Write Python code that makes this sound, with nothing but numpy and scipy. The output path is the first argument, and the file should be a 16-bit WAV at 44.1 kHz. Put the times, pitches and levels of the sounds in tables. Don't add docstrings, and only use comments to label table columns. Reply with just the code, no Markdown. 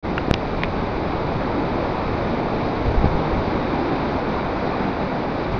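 import sys
import numpy as np
from scipy import signal
from scipy.fft import rfft, irfft
from scipy.io import wavfile

SR = 44100
rng = np.random.default_rng(int(sys.argv[2]) if len(sys.argv) > 2 else 0)


def wav_out(sig):
    wavfile.write(sys.argv[1], SR, np.round(np.clip(np.atleast_2d(sig).T, -1, 1) * 32767).astype(np.int16))


N = 246736
TIME = np.arange(N) / SR

# (frequency [Hz], relative level per hertz [dB])
ROAR_SPECTRUM = [(60, -22.5), (110, -5), (155, 0), (215, 0), (315, -0.5), (430, -2), (620, -3.5), (850, -4),
                 (1100, -9), (1400, -15.5), (1700, -22.5), (2300, -25.5), (3000, -40.5), (6000, -54)]
BOOM_SPECTRUM = [(90, -42), (240, 7.5), (320, 10), (410, 1.5), (650, -39), (2000, -89.5)]
WASH_SPECTRUM = [(400, -14), (700, -2), (1100, -0.5), (1450, 0.5), (1900, -9.5), (2800, -26), (6000, -59.5)]
FOAM_SPECTRUM = [(700, -4), (1500, 5.5), (1900, 5), (2350, 7.5), (2600, 2.5), (2850, -2.5), (3250, -3),
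                 (3800, 1.5), (4250, -4), (4700, -4.5), (5300, -13), (5900, -19.5), (6400, -21.5),
                 (7000, -47)]
RUMBLE_SPECTRUM = [(10, -4.5), (25, 0.5), (50, 1), (90, 0.5), (150, -4.5), (300, -20.5), (700, -30.5),
                   (2000, -52.5)]

# (time [s], roar level [dB], boom level [dB], wash level [dB], foam level [dB])
SWELL_LEVELS = [(0, -25.5, -38, -45.5, -39), (0.5, -25, -38, -47, -39), (0.95, -24.9, -41, -41, -38.5),
                (1.25, -24, -35, -41, -38.5), (1.6, -24, -34, -39.5, -38), (2.3, -23, -35, -40.5, -37.5),
                (2.85, -24, -36, -47, -37.5), (3.15, -22, -38, -41, -37.5),
                (3.55, -22.9, -27.5, -38.5, -37), (4, -23.5, -33, -35.5, -37),
                (4.5, -23.5, -38, -37, -37.5), (4.85, -24.5, -31, -34.5, -37.5),
                (5.049, -24.5, -38.5, -38.5, -38), (5.59, -24.4, -39.5, -41.5, -38)]

# (time [s], level over the breeze [dB], rise [s], fall [s])
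WIND_GUSTS = [(0.1, -1.5, .15, .2), (0.62, 3, .1, 0.14), (1.369, 4, .05, 0.06), (2.11, 3.5, 0.072, 0.18),
              (2.881, 10.5, 0.035, 0.055), (3.05, 5.5, 0.14, 0.27), (3.38, 3.5, 0.064, 0.13),
              (5.2, -3.5, 0.14, 0.15), (5.58, 7.5, 0.065, 0.049)]

# (time [s], ringing level [dB], centre of colour [Hz], spread of colour [octaves], crack level [dB])
CASE_CONTACTS = [(0.17893, -1, 1420, 0.26, -38), (0.18042, -4.5, 2765, 0.085, -36),
                 (0.33946, -8.5, 3950, 1.6, -21), (0.34044, -0.5, 3055, 0.17, -3.5),
                 (0.6195, -22, 1835, 0.8, -28), (0.63428, -5.3, 1850, 0.62, -10),
                 (0.63524, -10.5, 2250, 0.7, -20), (0.644, -23, 2440, 0.7, -28)]

# (frequency [Hz], relative level [dB], 60 dB decay time [s])
CASE_MODES = [(977, 1.5, .009), (1395, -9, 0.019), (1778, -0.6, 0.0046), (2469, -3.7, 0.015),
              (2769, -11.3, 0.012), (3603, -2.2, 0.009), (4892, -7, 0.006), (5813, -7, 0.003)]

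# (time [s], peak of the swing [dB], length of the swing [s],
# steepness of its front [ratio], lean [1 all push, -1 all suction])
EDDY_BUFFETS = [(0.2838, -11, 0.003, 1, 0), (0.3395, -9, .004, 3, .4), (2.891, -17, 0.008, 1.2, .6),
                (2.982, -9.5, 0.027, 1.3, .15), (3.012, -15, 0.024, 1, .7), (3.0439, -6.5, 0.006, 4, .1),
                (3.0568, -12, 0.0012, 1, 0), (3.0583, -4.5, 0.0055, 1, -.9), (3.15, -15, 0.022, 1, -.7),
                (3.1775, -10, 0.003, .9, .8), (3.335, -19, 0.018, 1, 0)]

# (time [s], level [dB], pitch [Hz], half length [s])
PLUNGING_CRESTS = [(1.004, -28, 320, .07), (1.594, -29, 280, 0.046), (2.272, -26, 215, 0.056),
                   (3.834, -30.5, 320, 0.15), (4.128, -33, 310, 0.046), (4.9, -30.5, 185, 0.057)]

BREEZE_DB, SLACKEN_DB_PER_S = -30, 0.37
LUMPY_DB = 1
CRACK_T60_S = 0.0007
TEAR_DB, TEAR_REFERENCE_S, TEAR_LOSS_DB = -19, 0.008, 1.5
POP_S = 0.31145
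CLOUD_OCTAVES = 0.5
START_S, FADE_IN_S = 0.025, 0.027
MIC_TOP_HZ, CUTOFF_HZ = 6400, 15000


def from_db(db):
    return 10 ** (np.asarray(db) / 20)


def rms_one(x):
    return x / np.sqrt(np.mean(x ** 2) + 1e-20)


def coloured(x, spectrum):
    hz, db = np.transpose(spectrum)
    grid = np.maximum(np.arange(N // 2 + 1) * SR / N, 1)
    gain = from_db(np.interp(np.log(grid), np.log(hz), db))
    return rms_one(irfft(rfft(x) * gain, N))


def drift(rate):
    step = 40
    r = np.exp(-2 * np.pi * rate * step / SR)
    steps = rng.standard_normal(N // step + 2002)
    slow = signal.lfilter([1], [1, -2 * r, r * r], steps)[2000:]
    return np.interp(np.arange(N) / step, np.arange(len(slow)), rms_one(slow))


def ring(impulses, hz, t60):
    r = np.exp(-np.log(1000) / (t60 * SR))
    w = 2 * np.pi * hz / SR
    return signal.lfilter([0, np.sin(w)], [1, -2 * r * np.cos(w), r * r], impulses + 1e-18)


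def band_noise(white, band):
    return signal.sosfilt(signal.butter(2, band, "band", fs=SR, output="sos"), white)


def churn(patchy_db, rate, count=14):
    edges = np.geomspace(50, 8000, count + 1)
    white = rng.standard_normal((2, N))
    out = 0
    for k, band in enumerate(zip(edges, edges[1:])):
        noise = band_noise(white[k % 2], band)
        out = out + noise * from_db(patchy_db * drift(rate))
    return rms_one(out)


def bubbles(per_s, spread_db, cycles, count=24):
    sizes = from_db(spread_db * np.minimum(rng.exponential(1, N), 4)) * rng.choice([-1, 1], N)
    chance = per_s * from_db(3 * drift(7)) / SR
    bursts = sizes * (rng.random(N) < chance)
    dealt = rng.integers(0, count, N)
    out = np.zeros(N)
    for k, hz in enumerate(np.geomspace(900, 6000, count)):
        out += hz * ring(bursts * (dealt == k), hz, cycles / hz)
    return rms_one(out)


def surf():
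    s, *levels = np.transpose(SWELL_LEVELS)
    roar_db, boom_db, wash_db, foam_db = [np.interp(TIME, s, db) for db in levels]
    roar = from_db(roar_db) * coloured(churn(patchy_db=0.5, rate=5.0), ROAR_SPECTRUM)
    boom = from_db(boom_db) * coloured(churn(patchy_db=3.0, rate=3.9), BOOM_SPECTRUM)
    wash = from_db(wash_db) * coloured(churn(patchy_db=0.5, rate=10), WASH_SPECTRUM)
    hiss = churn(patchy_db=0.74, rate=21)
    fizz = from_db(-10) * bubbles(per_s=3000, spread_db=1.0, cycles=6)
    foam = from_db(foam_db) * coloured(hiss + fizz, FOAM_SPECTRUM)
    unevenness = from_db(0.19 * drift(11))
    return (roar + boom + plunges() + wash + foam) * unevenness


def wind():
    gust_db = 0
    for s, db, rise, fall in WIND_GUSTS:
        past = TIME - s
        gust_db = gust_db + db * np.exp(-(past / np.where(past < 0, rise, fall)) ** 2)
    rumble_db = BREEZE_DB - SLACKEN_DB_PER_S * TIME + gust_db
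    lumps = rng.standard_normal(N) * from_db(LUMPY_DB * drift(21))
    return from_db(rumble_db) * coloured(lumps, RUMBLE_SPECTRUM)


def case_clicks():
    s, db, centre_hz, octaves, crack_db = np.transpose(CASE_CONTACTS)
    out = np.zeros(N)
    for start, hz, gain in zip(s, centre_hz, from_db(crack_db)):
        out += gain * ring(np.arange(N) == round(start * SR), hz, CRACK_T60_S)
    for k, (hz, mode_db, t60) in enumerate(CASE_MODES):
        nearness = np.exp(-.5 * (np.log2(hz / centre_hz) / octaves) ** 2)
        taps = np.zeros(N)
        taps[np.round(s * SR).astype(int)] = from_db(db + mode_db) * nearness
        out += (-1) ** k * ring(taps, hz, t60)
    return out


def buffets():
    out = np.zeros(N)
    tearing = coloured(rng.standard_normal(N), ROAR_SPECTRUM)
    for s, db, length, steepness, lean in EDDY_BUFFETS:
        u = 4 * (TIME - s) / length
        passing = np.exp(-u * u / 2)
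        swing = (lean - np.tanh(steepness * u)) * passing
        swing = swing / np.abs(swing).max()
        tear_db = TEAR_DB - TEAR_LOSS_DB * np.log2(length / TEAR_REFERENCE_S)
        out += from_db(db) * (from_db(tear_db) * tearing * passing + swing)
    return out


def pop(air, pulse_db=10, pulse_s=0.00123, creep_db=1.5, fall_s=0.0011, choke_db=-11, recover_s=0.016):
    after = TIME >= POP_S
    since = np.maximum(TIME - POP_S, 0)
    stroke = np.minimum(since / pulse_s, 1)
    pulse = from_db(pulse_db) * np.sin(np.pi * stroke) * (1 - stroke)
    creep = from_db(creep_db) * stroke * np.exp(-since / fall_s)
    sensitivity = from_db(choke_db * after * np.exp(-(since / recover_s) ** 2))
    return air * sensitivity - pulse - creep


def plunges():
    out = np.zeros(N)
    for s, db, hz, half_length in PLUNGING_CRESTS:
        band = hz * 2 ** (CLOUD_OCTAVES * np.array([-.5, .5]))
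        cloud = rms_one(band_noise(rng.standard_normal(N), band))
        out += from_db(db) * cloud * np.exp(-((TIME - s) / half_length) ** 2)
    return out


def scene():
    return pop(surf() + wind() + case_clicks() + buffets())[None, :]


def record(dry):
    faded_in = dry * np.clip((TIME - START_S) / FADE_IN_S, 0, 1)
    narrow = signal.sosfilt(signal.butter(26, MIC_TOP_HZ, fs=SR, output="sos"), faded_in)
    clipped = np.clip(narrow, -.96, .96)
    return signal.sosfilt(signal.butter(12, CUTOFF_HZ, fs=SR, output="sos"), clipped)


dry = scene()
out = record(dry)
wav_out(out)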